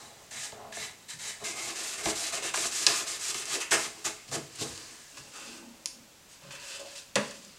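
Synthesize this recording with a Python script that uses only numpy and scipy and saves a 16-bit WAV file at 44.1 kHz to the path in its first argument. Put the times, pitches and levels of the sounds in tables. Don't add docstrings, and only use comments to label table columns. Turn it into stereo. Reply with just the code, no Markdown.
import sys
import numpy as np
from scipy import signal
from scipy.fft import rfft, irfft
from scipy.io import wavfile
from scipy.ndimage import uniform_filter1d

SR = 44100
rng = np.random.default_rng(int(sys.argv[2]) if len(sys.argv) > 2 else 0)


def bounce(signal):
    frames = np.transpose(np.atleast_2d(signal))
    limited = np.clip(frames, -1, 1)
    pcm = np.round(limited * 32767).astype(np.int16)
    wavfile.write(sys.argv[1], SR, pcm)


N = 334278

GRIP_TIMES = [1.44, 4.27, 5.1, 6.4, 7.15]
PANEL_TOP_HZ, WALL_TOP_HZ = 900, 2700


def undb(db):
    return 10 ** (np.asarray(db) / 20)


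def level(x, db):
    return x * undb(db) / np.sqrt(np.mean(x ** 2))


def band(x, hz, *widths_hz):
    for width_hz in widths_hz:
        x = signal.lfilter(*signal.iirpeak(hz, hz / width_hz, fs=SR), x)
    return x


def walk(rate):
    hold = int(SR / rate)
    steps = np.repeat(rng.standard_normal(N // hold + 1), hold)
    return level(uniform_filter1d(steps, hold)[:N], 0)


def rubbing():
    # centre in Hz, width in Hz, relative level in dB.
    hiss_bands = [(5270, 3200, -8), (7380, 3200, 0.5), (2960, 3530, -6), (13170, 3600, -5)]
    on_fibres, on_wall, on_panel = pressure()
    grip = np.searchsorted(GRIP_TIMES, np.arange(N) / SR)
    hiss = np.zeros(N)
    for hz, width_hz, db in hiss_bands:
        scratch = band(slips(2.3, 1.4, 90), hz, width_hz, 2.5 * width_hz)
        hiss += undb(db) * level(scratch, 0)
    drag = level(slips(1.66, 1.5, 60), 0)
    shove = level(slips(2.64, 2.0, 60), 0)

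    thin = ring(drag * on_fibres, grip, WALL_TOP_HZ, SR, place_db=2.5)
    wall = ring(drag * on_wall, grip, PANEL_TOP_HZ, WALL_TOP_HZ, place_db=2.0)
    panel = ring(shove * on_panel, grip, 0, PANEL_TOP_HZ, place_db=1.5)
    panel = panel + level(band(shove, 1060, 420, 420), -8.0) * on_panel
    wall = undb(-6.5) * wall + level(band(drag, 2040, 2400, 2400), -11) * on_wall
    panel = undb(-4.5) * panel + level(band(shove, 420, 1040, 1040), -12) * on_panel
    return level(hiss, -0.96) * on_fibres + undb(-1.0) * thin + wall + panel


def pressure():
    # start in seconds, length
    # in seconds, hiss gain in dB on landing (before the touch shortfall), hiss gain in dB on lifting,
    # side wall in dB compared with the hiss, bottom panel in dB compared with the hiss.
    brush_strokes = [(0.0, 0.085, -48.5, -57, -4, 0), (.312, 0.14, -41.5, -36.5, -4.5, -13),
                     (.724, 0.12, -41.5, -36.5, -5, -13), (1.088, 0.021, -38.5, -38, -6, -21),
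                     (1.192, 0.11, -40, -36, -4.5, -16)]
    rag_strokes = [(1.442, 0.07, -33.5, -37, -3.5, -28), (1.56, .15, -38, -35.5, -5, -16),
                   (1.756, .19, -35.5, -34.5, -6, -16), (1.978, 0.047, -35.5, -41, 0, -9),
                   (2.036, 0.071, -31.5, -30, -7, -5), (2.156, 0.13, -32, -32.5, -8.5, -17),
                   (2.327, 0.049, -29.5, -33.5, -5, -8), (2.426, 0.069, -32.5, -35.5, -5, -8),
                   (2.541, 0.13, -29, -30, -10, -13), (2.716, 0.13, -32, -30.5, -8.5, -16),
                   (2.872, .15, -26, -33, -4.5, -10), (3.068, 0.1, -32, -35, -21, -11.5),
                   (3.198, 0.11, -35, -30, -12.5, -16.5), (3.344, .08, -31.5, -37, -13, -10),
                   (3.456, 0.1, -38.5, -27.5, -8, -10.5), (3.606, 0.014, -30, -30.5, -2, -22),
                   (3.713, 0.03, -20.5, -22, -3.5, -8.5), (3.78, 0.08, -33.5, -33, -6, -8),
                   (4.048, 0.026, -25.5, -28, -6, -11), (4.316, 0.038, -38.5, -29, -6, -0.5),
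                   (4.588, 0.037, -36.5, -29, -23, -12)]
    wood_slides = [(.522, 0.16, -65.5, -64.5, 1, 21.5), (1.404, 0.029, -48.5, -48.5, -8, 7),
                   (4.28, .02, -42, -48, -9, -10), (4.555, .025, -39, -55, -6, -12),
                   (5.15, .02, -50, -53, -8, -7), (5.174, 0.017, -40.5, -49, 2, -15),
                   (5.336, .24, -45, -48.5, -0.5, -7.5), (6.29, 0.048, -55, -50, -9, -15),
                   (6.416, 0.087, -58, -57.5, 3.5, 4.5), (6.508, 0.045, -45, -45.5, 2.5, -8),
                   (6.6, 0.16, -47, -42, -0.5, -10.5), (6.796, .01, -39.5, -44.5, -10, -2.5),
                   (6.85, 0.092, -49, -50, -1.5, -11), (6.955, 0.032, -43, -42, -5, -28)]
    # time in seconds, hiss gain in dB,
    # side wall in dB compared with the hiss, bottom panel in dB compared with the hiss.
    faint_rustle = [(0.0, -54, -4, 1), (.24, -57, -8, 2), (.6, -72, -4, -3), (1.0, -60.5, -7, -10),
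                    (1.39, -57, -2, -10), (1.55, -45, -2, 0), (3.6, -55, 11, -9), (4.0, -48, -5, -5.5),
                    (4.26, -56.5, -1, -13), (4.5, -53, -3.5, -6), (4.67, -42.5, -6, -4),
                    (5.05, -52.5, -4.5, -13), (5.3, -53, -6, -9), (5.75, -62, -1, 2), (6.1, -70, -7, -2.5),
                    (6.4, -63, -2.5, -14), (7.13, -63, -12, -12), (7.24, -48, -2.5, -3),
                    (7.58, -60.5, -5, -12)]
    # dB short of full pressure at first, pressing time in s, fade after lifting in dB/s.
    tools = [(brush_strokes, (2.2, 0.022, 280)),
             (rag_strokes, (2.4, 0.01, 570)),
             (wood_slides, (2.8, 0.022, 350))]
    landing_s = 0.006
    fade_share = np.array([[1], [0.63], [0.44]])

    t = np.arange(0, N / SR, 0.001)
    s, hiss_db, wall_db, panel_db = np.transpose(faint_rustle)
    power = np.array([undb(2 * np.interp(t, s, hiss_db + db)) for db in (0, wall_db, panel_db)])
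    for rows, (short_db, press_s, fade_db_s) in tools:
        for start, length, land_db, lift_db, wall_db, panel_db in rows:
            since = np.maximum(t - start, 0)
            lifted = np.maximum(since - length, 0)
            db = np.interp(since, [0, length], [land_db, lift_db])
            db = db - short_db * np.exp(-since / press_s)
            db = db + np.array([[0], [wall_db], [panel_db]]) - fade_share * fade_db_s * lifted
            landing = np.clip(1 + (t - start) / landing_s, 0, 1)
            power += undb(2 * db) * landing ** 2
    return [np.interp(np.arange(N) / SR, t, np.sqrt(p)) for p in power]


def slips(scatter_db, flicker_db, rate):
    uneven_db = scatter_db * rng.exponential(size=N)
    hand_db = flicker_db * walk(rate)
    return rng.standard_normal(N) * undb(uneven_db + hand_db)


def ring(force, grip, lo_hz, hi_hz, place_db=0):
    # pitch
    # in Hz, # width in Hz, then the level in dB (rms for a steady push of unit noise) when brushed, pressed
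    modes = [(45, 28, -27, -19.5, -33, -25, -30, -33), (96.7, 12, -12.5, -20.5, -9.5, -30, -24, -40),
             (147.4, 36, -16, -17, -9, -20, -24, -11.5), (209.4, 16, -16, -20, -17, -20, -35, -8.5),
             (247, 26, -20, -20.5, -9, -6, -26, -7.5), (319.6, 17.3, -17.5, -8.5, -5, -4.5, -10.5, -13.5),
             (360, 106, -36, -7.5, -10.5, -26, -14, -21), (426, 25, -6.5, -5, -5.5, -5, -12, -13),
             (475.7, 18, -17, -17.5, -7, -10, -30, -13.5), (557, 28, -11.5, -11.5, -14, -3, 1, 1),
             (660, 39, -5.5, -6, -9.5, -7, -9.5, -11), (827, 39, -5, -7, -11, -3.5, -9, -9.5),
             (985, 63, -11.5, -13, -9, -6.5, -10.5, -7), (1196, 125, -13.5, -7.5, -9, -8.5, -12, -5),
             (1524, 54, -16, -13.5, -9, -8, -6.5, -8.5), (1686, 77, -3.5, -5.5, -3, -6.5, -5, -8),
             (2080, 270, -2.5, -4, -6.5, -20, -16, -3), (2110, 117, -26, 0.5, -16, -12, -15, -12.5),
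             (2615, 250, -18, -4, -7, -1.5, -1, -6), (2790, 470, -22, -18, -14, -9.5, -10, -28),
             (2974, 41, -19.5, -24, -15, -24, -10, -26), (3670, 220, -15, -23, -23, -18, -12, -21),
             (3946, 170, -10, -19, -19, -20, -12, -24), (4800, 1100, -40, -17, -9.5, -11, -7, -2.5)]
    total = 0
    for k, (hz, width_hz, *grip_db) in enumerate(modes):
        if lo_hz <= hz < hi_hz:
            place = undb(place_db * walk(7)[:len(force)])
            push = force * undb(grip_db)[grip] * place
            total = total + (-1) ** k * band(push, hz, width_hz) * np.sqrt(SR / (np.pi * width_hz))
    return total


def top(x):
    return x / np.max(np.abs(x))


def knocks():
    # start in seconds, crack peak in dB, panel ring in dB compared with
    # that peak, side wall ring in dB compared with that peak, crack centre in Hz, then the times in
    # seconds for the crack noise and for the contact noise to fall by 60 dB.
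    blows = [(0.3114, -42, -5, -6, 2100, 0.014, 0.046), (0.522, -34.5, -1.5, -10, 3650, 0.0086, 0.024),
             (0.725, -34, -17, -5, 2100, 0.018, 0.034), (0.7692, -38, 1.5, 4, 7460, .015, 0.031),
             (2.0572, -16.5, -6, -4.5, 3950, 0.037, 0.08), (2.5413, -21, -18, -20, 1200, 0.05, 0.042),
             (2.5746, -21, -9.5, -6.5, 5260, 0.012, 0.015), (2.8659, -2, -26.5, -16, 5060, 0.03, 0.049),
             (3.3449, -18, -22, -12, 7510, .015, 0.035), (3.7174, -16, -19, -26, 1580, 0.26, 0.04),
             (4.315, -26, -18, -21, 7290, 0.022, 0.39), (4.6116, -26.5, -0.5, -17, 5900, .02, 0.094),
             (4.7772, -25, -33, -13, 7350, 0.013, 0.027), (5.1725, -40.5, -22, 1, 6650, .02, 0.03),
             (5.8586, -7, -52, -34, 6000, 0.0093, 0.03), (6.508, -35.5, -26, -20, 2900, 0.079, 0.066),
             (6.8108, -44, 3, -10, 4410, .02, 0.066), (7.1564, -8, -9.5, -9, 5360, 0.045, 0.19),
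             (7.3096, -27.5, -18, -10, 6000, .03, 0.057), (7.4495, -28.5, -30, -27, 6160, 0.0072, 0.031)]
    out = np.zeros(N + SR)
    t = np.arange(SR // 2) / SR
    grit = rng.standard_normal((len(blows), len(t)))
    for (s, db, panel_db, wall_db, hz, crack_t60, contact_t60), noise in zip(blows, grit):
        grip = np.searchsorted(GRIP_TIMES, s)
        crack = noise * 1000. ** (-t / crack_t60)
        crack[0] = 5.1
        rattle = noise[::-1] * 1000. ** (-t / contact_t60)
        blow = top(band(crack, hz, 0.99 * hz, 2.0 * hz, 2.85 * hz))
        blow = blow + undb(wall_db) * top(ring(rattle, grip, PANEL_TOP_HZ, WALL_TOP_HZ))
        blow = blow + undb(panel_db) * top(ring(rattle, grip, 0, PANEL_TOP_HZ))
        blow = blow + undb(panel_db - 12) * top(band(rattle, 770, 1000, 1000))
        i = int(s * SR)
        out[i:i + len(t)] += undb(db) * blow
    return out[:N]


def bench():
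    # start in seconds, length in seconds,
    # rms level in dB at full push, pitch in Hz, width in Hz.
    groans = [(0.373, 0.044, -58, 144, 50), (0.798, .04, -55, 144, 50), (1.138, 0.043, -56, 139, 50),
              (2.419, 0.038, -44, 430, 200), (3.552, 0.047, -43.5, 418, 250), (4.293, 0.12, -53, 115, 80),
              (4.586, 0.17, -54, 111, 80), (5.186, 0.037, -56, 120, 60), (5.478, 0.244, -55.5, 241, 40),
              (5.486, .14, -57, 321, 40), (5.95, 0.11, -61, 233, 60), (6.431, 0.087, -56.5, 146, 50),
              (6.848, .05, -59, 690, 60), (7.355, .2, -62.5, 203, 70)]
    edge_s = 0.022
    out = np.zeros(N + SR)
    t = np.arange(SR) / SR - 0.5
    for start, length, db, hz, width_hz in groans:
        push = np.clip(np.minimum(t, length - t) / edge_s + 0.5, 0, 1)
        shake = level(band(rng.standard_normal(SR), hz, width_hz, 2 * width_hz), db)
        i = int(start * SR)
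        out[i:i + SR] += push * shake
    return out[SR // 2:SR // 2 + N]


def workshop(x):
    # delay in seconds, level in dB compared with the direct sound.
    near_echoes = [(.0056, -13), (.0145, -17)]
    tail_db, swell_s = -7, 0.012
    low_t60_s, high_t60_s = 0.39, 0.37
    t = np.arange(int(0.7 * SR)) / SR
    noise = rng.standard_normal(len(t))
    low = signal.lfilter(*signal.butter(2, 1000, fs=SR), noise)
    tail = low * 1000. ** (-t / low_t60_s) + (noise - low) * 1000. ** (-t / high_t60_s)
    tail = tail * (1 - np.exp(-(t / swell_s) ** 2))
    tail = undb(tail_db) * tail / np.sqrt(np.sum(tail ** 2))
    tail[0] = 1
    for s, db in near_echoes:
        tail[int(s * SR)] += undb(db)
    return signal.fftconvolve(x, tail)[:N]


def room_tone():
    # frequency in Hz, relative level in dB per Hz.
    spectrum = [(12, -37), (20, -8), (162, -5), (496, -9.5), (554, -8.5), (620, -10), (1080, -12),
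                (1350, -11.5), (2240, -12.5), (2720, -11), (2960, -12.5), (7860, -13.5), (8550, -18),
                (15800, -23.5)]
    hz, db = np.transpose(spectrum)
    f = np.maximum(np.arange(N // 2 + 1) * SR / N, 1)
    shape = undb(np.interp(np.log(f), np.log(hz), db))
    return level(irfft(rfft(rng.standard_normal(N)) * shape, N), -56.5)


def scene():
    near = workshop(rubbing() + knocks() + bench())
    near = signal.sosfilt(signal.butter(3, 8870, fs=SR, output="sos"), near)
    near = signal.sosfilt(signal.butter(2, 40, "high", fs=SR, output="sos"), near)
    return np.tile(near + room_tone(), (2, 1))


def record(dry):
    return signal.sosfilt(signal.ellip(10, 0.2, 60, 15830, fs=SR, output="sos"), dry)


dry = scene()
out = record(dry)
bounce(out)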